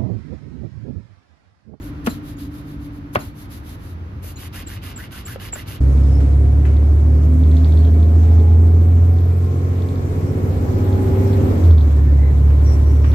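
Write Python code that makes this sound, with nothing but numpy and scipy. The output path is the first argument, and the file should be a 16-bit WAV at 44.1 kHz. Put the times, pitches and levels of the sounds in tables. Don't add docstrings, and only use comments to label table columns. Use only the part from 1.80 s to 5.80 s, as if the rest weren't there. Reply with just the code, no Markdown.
import sys
import numpy as np
from scipy import signal
from scipy.fft import rfft, irfft, next_fast_len
from scipy.io import wavfile
from scipy.ndimage import map_coordinates

SR = 44100
rng = np.random.default_rng(int(sys.argv[2]) if len(sys.argv) > 2 else 0)


def wav_record(signal):
    frames = np.transpose(np.atleast_2d(signal))
    bounded = np.clip(frames, -1, 1)
    quanta = np.round(bounded * 32767).astype(np.int16)
    wavfile.write(sys.argv[1], SR, quanta)


N = 176400

# (start [s], length [s], hiss [dB], rub [dB], fastest point [fraction of stroke])
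LEFT_STROKES = [(-.005, 0.13, -48.5, -52, .45), (0.287, 0.12, -44, -44, 0), (0.414, .14, -50.5, -48, 0.6),
                (0.565, 0.13, -49, -47.5, 0.34), (0.693, 0.15, -53, -51.5, 0.5),
                (0.829, 0.15, -60, -53, 0.5), (.98, 0.12, -56.5, -54, 0.6), (1.106, 0.1, -58, -59, .65),
                (1.386, .15, -44, -47, -0.1), (1.533, 0.15, -48.5, -51.5, .5),
                (1.687, 0.14, -45.5, -48.5, 0.33), (1.816, .17, -49, -49, .5),
                (1.967, 0.19, -53.5, -52, 0.63)]
# (start [s], length [s], hiss [dB], rub [dB], fastest point [fraction of stroke], resonance [dB])
RIGHT_STROKES = [(2.415, 0.14, -40, -54.5, 0.3, -69), (2.556, 0.14, -41, -44.5, 0.64, -71),
                 (2.718, 0.13, -39, -40, 0.37, -44), (2.86, 0.14, -42.5, -44, 0.35, -45),
                 (3.012, 0.14, -41.5, -40.5, 0.33, -61), (3.15, 0.14, -43.5, -44.5, 0.4, -39.5),
                 (3.302, 0.15, -42, -43, 0.27, -44), (3.444, .134, -40, -44, 0.33, -40),
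                 (3.586, 0.13, -41.5, -41, 0.38, -48), (3.717, 0.13, -42, -42.5, 0.44, -41),
                 (3.856, 0.14, -40.5, -41, 0.31, -50.5)]
# (frequency [Hz], level [dB])
HISS_SPECTRUM = [(3000, -2.5), (6000, -3.5), (8500, -2.5), (11500, 1.5), (13500, -1), (16000, -2.5)]
LEFT_RUB_SPECTRUM = [(200, -22), (600, -9), (1500, 1), (2600, -2), (3900, 1), (5500, -8), (9000, -6)]
RIGHT_RUB_SPECTRUM = [(200, -1.5), (600, -4.5), (1100, 1), (1800, 0.5), (2300, 0.5), (2900, 3), (3700, -2),
                      (5000, -5.5), (9000, -26)]
SLAP_SPECTRUM = [(60, -29), (250, 8.5), (420, -2), (580, 2), (850, -5.5), (1300, -1.5), (2000, -8.5),
                 (3200, -27), (4500, -26), (8000, -54), (16000, -35)]
FLUTTER_SPECTRUM = [(300, -19), (1200, 1), (3100, 2), (5500, -8), (9000, -5), (16000, -14)]
TAP_SPECTRUM = [(200, -1), (500, 6), (1300, -5), (2800, -8), (4500, -29), (12000, -28)]
TRAFFIC_SPECTRUM = [(20, -24), (35, -12.5), (50, 1), (75, 2), (105, 3), (135, -5.5), (200, -8.5),
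                    (290, -8.5), (350, -13.5), (430, -20), (700, -23), (1300, -24), (2200, -31),
                    (3500, -39), (6000, -48), (10000, -56), (16000, -53.5)]
# (time [s], swish [dB], crack [dB], slap [dB], flutter [dB],
# thump [dB], thump frequency [Hz], thump delay [s])
SNAPS = [(0.2722, -43, -12, -15.5, -23.5, -9, 227, 0.00157),
         (1.3578, -43, -1.5, -9.5, -32.5, -19, 126, 0.0086)]
# (time [s], pitch [Hz], whistle [dB], partials [dB])
SQUEAKS = [(.002, 6850, -54.5, -66), (0.292, 7120, -37.5, -32.5), (.56, 6900, -56, -66),
           (1.395, 6860, -44.5, -41.5), (2.554, 6950, -39, -39), (2.862, 7320, -33, -44.5),
           (3.157, 7320, -30.5, -61), (3.449, 7290, -32, -61), (3.721, 7270, -20, -52)]
# (frequency [Hz], level [dB])
SQUEAK_MODES = [(2850, -16.5), (4060, -2.5), (11100, -15.5)]
# (time [s], ring [dB], pitch [Hz], tap [dB])
KNOCKS = [(2.442, -47, 590, -32), (3.559, -19.5, 533, -31), (3.7298, -28.5, 898, -25),
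          (3.758, -23.5, 594, -27)]
# (frequency [multiple of pitch], level [dB], t60 [s])
KNOCK_MODES = [(0.998, -3, 0.041), (2.45, -10.5, 0.017)]
# (time [s], level [dB])
TRAFFIC_LEVEL = [(0, -31.5), (.7, -34), (1.3, -35), (1.9, -34.5), (2.4, -34.5), (3.2, -34.5), (4, -34)]
ENGINE_LEVEL = [(0, -37), (.7, -35), (1.35, -38), (1.8, -48.5), (2.4, -53.5), (4, -61)]
# (order [multiple of ENGINE_HZ], level [dB])
ENGINE_ORDERS = [(2, -10.5), (3, -2.5), (4, -13.5), (5, -11), (5.68, -1.5), (6, -1), (7.5, -25.5)]
# (time [s], frequency [Hz], level [dB])
EXHAUST = [(0, 74, -42), (1.7, 79.55, -43), (2.15, 82.14, -30), (2.5, 84, -30), (2.8, 90.06, -36.5),
           (3.3, 97, -35), (4, 108, -49)]
# (frequency [Hz], phase lead of the left channel [rad]); above 8 kHz both shoes
LEFT_PHASE = [(350, 0), (700, 2.2), (1300, 3.4), (3000, 3.6), (4200, 6), (5200, 9.4), (6200, 11.1),
              (8300, 9.4), (9700, 8.2), (11100, 6.4), (12400, 6.2), (15200, 3.2)]
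RIGHT_PHASE = [(400, 0), (700, -1.2), (2100, -.2), (3000, 1.4), (4100, 6.2), (4800, 6.8), (5400, 3.7),
               (6500, 5), (8300, 3.1), (9700, 1.9), (11100, .1), (12400, 0), (15200, -3.1)]
# (frequency [Hz], coherence of the channels [0-1])
LEFT_COHERENCE = [(300, 0.93), (700, 0.32), (2500, 0.2), (3600, 0.37), (5200, 0.14), (8200, 1),
                  (10000, 0.91), (12000, 0.76), (15000, 1)]
RIGHT_COHERENCE = [(300, 0.38), (1000, 0.16), (1800, 1), (2800, 0.81), (3700, 0.12), (6300, 0.53),
                   (8200, 1), (10000, 0.78), (12000, 0.89), (15000, 1)]
# (frequency [Hz], left minus right channel [dB])
LEFT_BALANCE = [(400, -2), (1900, -3), (3400, 0.5), (5000, 7.5), (8000, -1)]
RIGHT_BALANCE = [(400, 5), (1400, -2.5), (2700, -5), (3700, 1.5), (6000, -0.2), (8000, -0.5)]
LEFT, RIGHT = (LEFT_PHASE, LEFT_COHERENCE, LEFT_BALANCE), (RIGHT_PHASE, RIGHT_COHERENCE, RIGHT_BALANCE)
TOE = ([(400, .1), (1000, 0.84), (2400, 4.2), (4500, 9.8), (6200, 9.1), (8300, 9.7), (11500, 8.2),
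       (15200, 3.2)], [(300, 1), (1000, 0.47), (5000, 0.13), (9000, 0.85)], [(200, 0), (700, -1.2),
       (4400, 1), (12000, -0.67)])
# (frequency [Hz], t60 [s])
ECHO_DECAY = [(150, 0.35), (1000, 0.26), (4000, 0.26), (12000, 0.033)]
# (frequency [Hz], gain [dB])
ECHO_COLOUR = [(4500, 0), (9000, -10)]

SWEEP_FROM_HZ, SWEEP_TO_HZ, SWEEP_WIDTH_HZ = 1200, 2337, 520
SQUEAK_PEAK_S, SQUEAK_LAG_S, SQUEAK_BEND = .013, 0.0053, 0.019
STROKE_ECHO_DB, SHARP_ECHO_DB = -11, -16
ENGINE_HZ = 49.67
TOP_HZ = 15800


def left_shoe():
    hiss, rub = np.zeros((2, N))
    for start, length, hiss_db, rub_db, fastest in LEFT_STROKES:
        on, speed, _ = pull(start, length, fastest)
        hiss[on] += amp(hiss_db) * speed ** 1.86
        rub[on] += amp(rub_db) * speed ** 1.27
    flicker = amp(0.92 * wobble(70))
    fibres = hiss * noise(HISS_SPECTRUM, LEFT, grain_db=1)
    return flicker * (fibres + rub * noise(LEFT_RUB_SPECTRUM, LEFT, grain_db=0.5))


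def right_shoe():
    hiss, rub, ring, progress = np.zeros((4, N))
    for start, length, hiss_db, rub_db, fastest, ring_db in RIGHT_STROKES:
        on, speed, elapsed = pull(start, length, fastest)
        progress[on] = elapsed
        grip = np.tanh((speed / 0.68) ** 2)
        hiss[on] += amp(hiss_db) * grip * speed ** 0.27
        rub[on] += amp(rub_db) * np.tanh(speed / 0.65)
        ring[on] += amp(ring_db) * speed ** 3.1
    phase = phase_of(SWEEP_FROM_HZ + (SWEEP_TO_HZ - SWEEP_FROM_HZ) * progress + 70 * wobble(25))
    sweep = unit(wobble(SWEEP_WIDTH_HZ) * np.sin(phase) + wobble(SWEEP_WIDTH_HZ) * np.cos(phase))
    body = rub * noise(RIGHT_RUB_SPECTRUM, RIGHT, grain_db=4.5) + ring * placed(sweep, RIGHT)
    flicker = amp(0.73 * wobble(70))
    return flicker * (hiss * noise(HISS_SPECTRUM, RIGHT, grain_db=1.5) + body)


def pull(start, length, fastest):
    elapsed = (clock() - start) / length
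    on = (elapsed > 0) & (elapsed < 1)
    skewed = np.interp(elapsed[on], [0, np.clip(fastest, .05, .95), 1], [0, .5, 1])
    return on, np.abs(np.sin(np.pi * skewed)), elapsed[on]


def snaps():
    air = noise(HISS_SPECTRUM, LEFT)
    flutter = noise(FLUTTER_SPECTRUM, TOE, grain_db=6)
    slap = noise(SLAP_SPECTRUM, TOE, grain_db=2.5)
    out, pulses = np.zeros((2, N)), np.zeros(N)
    for start, swish_db, crack_db, slap_db, flutter_db, thump_db, thump_hz, delay in SNAPS:
        t = clock() - start
        out += amp(swish_db) * swell(t + 0.032, peak_s=0.017, sharp=1.7) * air
        out += amp(flutter_db) * swell(t + 0.01, peak_s=0.0026, sharp=0.34) * flutter
        out += amp(slap_db) * burst(t - .002, rise=.003, t60=.048) * slap
        high = swell(t + 0.00055, peak_s=0.00046, sharp=2.3) * sine(2300, t)
        low = swell(t + 0.00038, peak_s=0.00056, sharp=2.4) * sine(850, t + 0.00025)
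        pulses += amp(crack_db) * (0.55 * high - 1.21 * low)
        thump = swell(t - delay + 0.0021, peak_s=0.0094, sharp=3.3) * sine(thump_hz, t - delay - .002)
        pulses += amp(thump_db) * thump
    lead_s = np.array([[.00015], [-.00015]])
    return out + filtered(pulses, lambda hz: np.exp(2j * np.pi * hz * lead_s))


def squeaks():
    t, out = clock(), np.zeros(N)
    jitter, flicker = wobble(600), amp(2.5 * wobble(300))
    partials = sum(amp(db) * np.sin(phase_of(hz + 95 * wobble(600))) for hz, db in SQUEAK_MODES)
    for start, hz, whistle_db, partials_db in SQUEAKS:
        on = (t > start) & (t < start + .1)
        age = t[on] - start
        phase = phase_of(hz * (1 - SQUEAK_BEND * np.exp(-age / 0.0024) + 0.0095 * jitter[on]))
        whistle = np.sin(phase) + amp(-26) * np.sin(2 * phase)
        out[on] += amp(whistle_db) * swell(age, SQUEAK_PEAK_S, sharp=3.4) * whistle
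        out[on] += amp(partials_db) * swell(age - SQUEAK_LAG_S, peak_s=0.014, sharp=5.8) * partials[on]
    return placed(out * flicker, RIGHT)


def knocks():
    rings, taps = np.zeros((2, N))
    for start, ring_db, hz, tap_db in KNOCKS:
        t = np.maximum(clock() - start, 0)
        attack = 1 - np.exp(-t / 0.00025)
        modes = sum(amp(db - 60 * t / t60) * sine(hz * ratio, t) for ratio, db, t60 in KNOCK_MODES)
        rings += amp(ring_db) * attack * modes
        taps += amp(tap_db - 60 * t / 0.033) * attack
    return placed(rings, RIGHT) + taps * noise(TAP_SPECTRUM, RIGHT, grain_db=3)


def street_echo(x):
    hz, t, bands = signal.stft(rng.standard_normal((2, SR // 2)), SR, nperseg=256)
    decay = amp(-60 * t / along(ECHO_DECAY, hz)[:, None])
    tail = signal.istft(bands * decay, SR, nperseg=256)[1]
    echo = signal.fftconvolve(x, tail / np.linalg.norm(tail[0]), axes=1)[:, :N]
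    return filtered(echo, lambda hz: amp(along(ECHO_COLOUR, hz)))


def traffic():
    level_db, = curves(TRAFFIC_LEVEL)
    return amp(level_db + 0.63 * wobble(8.36)) * noise(TRAFFIC_SPECTRUM, LEFT)


def engine():
    level_db, = curves(ENGINE_LEVEL)
    turn = phase_of(ENGINE_HZ * (1 + 0.00716 * wobble(6.13)))
    hum = sum(amp(db + 2.35 * wobble(9.05)) * np.sin(order * turn + .5 * wobble(15))
              for order, db in ENGINE_ORDERS)
    return amp(level_db) * hum


def exhaust():
    hz, level_db = curves(EXHAUST)
    return amp(level_db + 0.83 * wobble(20)) * np.sin(phase_of(hz) + 0.98 * wobble(20))


def noise(spectrum, place, grain_db=0):
    def mid_side_gains(hz):
        angle = np.arccos(np.clip(along(place[1], hz), 0, 1)) / 2
        return amp(along(spectrum, hz)) * [np.cos(angle), np.sin(angle)]
    grains = rng.standard_normal((2, N)) * amp(grain_db * wobble(1500))
    mid, side = filtered(grains, mid_side_gains)
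    return unit(placed(np.array([mid + side, mid - side]), place))


def placed(x, place):
    phase, _, balance = place

    def response(hz):
        half = np.array([[.5], [-.5]]) * np.minimum(hz / 600, 1) ** 2
        return amp(half * along(balance, hz)) * np.exp(1j * half * along(phase, hz))
    return filtered(x, response)


def filtered(x, response):
    size = next_fast_len(N + 8192)
    return irfft(rfft(x, size) * response(np.fft.rfftfreq(size, 1 / SR)), size)[..., :N]


def burst(t, rise, t60):
    return np.exp(np.minimum(t, 0) / rise) * amp(-60 * np.maximum(t, 0) / t60)


def swell(t, peak_s, sharp):
    u = np.maximum(t, 0) / peak_s
    return (u * np.exp(1 - u)) ** sharp


def wobble(rate):
    return map_coordinates(rng.standard_normal(int(N * rate / SR) + 4), [clock() * rate])


def along(points, hz):
    frequencies, values = np.transpose(points)
    return np.interp(np.log(hz + 1), np.log(frequencies + 1), values)


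def curves(rows):
    times, *columns = np.transpose(rows)
    return [np.interp(clock(), times, column) for column in columns]


def phase_of(hz):
    return 2 * np.pi * np.cumsum(hz) / SR


def sine(hz, t):
    return np.sin(2 * np.pi * hz * t)


def amp(db):
    return 10 ** (np.asarray(db) / 20)


def unit(x):
    return x / np.sqrt(np.mean(x ** 2) + 1e-20)


def clock():
    return np.arange(N) / SR


def scene():
    strokes = left_shoe() + right_shoe()
    sharp = snaps() + squeaks() + knocks()
    echo = street_echo(amp(STROKE_ECHO_DB) * strokes + amp(SHARP_ECHO_DB) * sharp)
    return strokes + sharp + echo + traffic() + engine() + exhaust()


def record(dry):
    return filtered(dry, lambda hz: hz < TOP_HZ)


dry = scene()
out = record(dry)
wav_record(out)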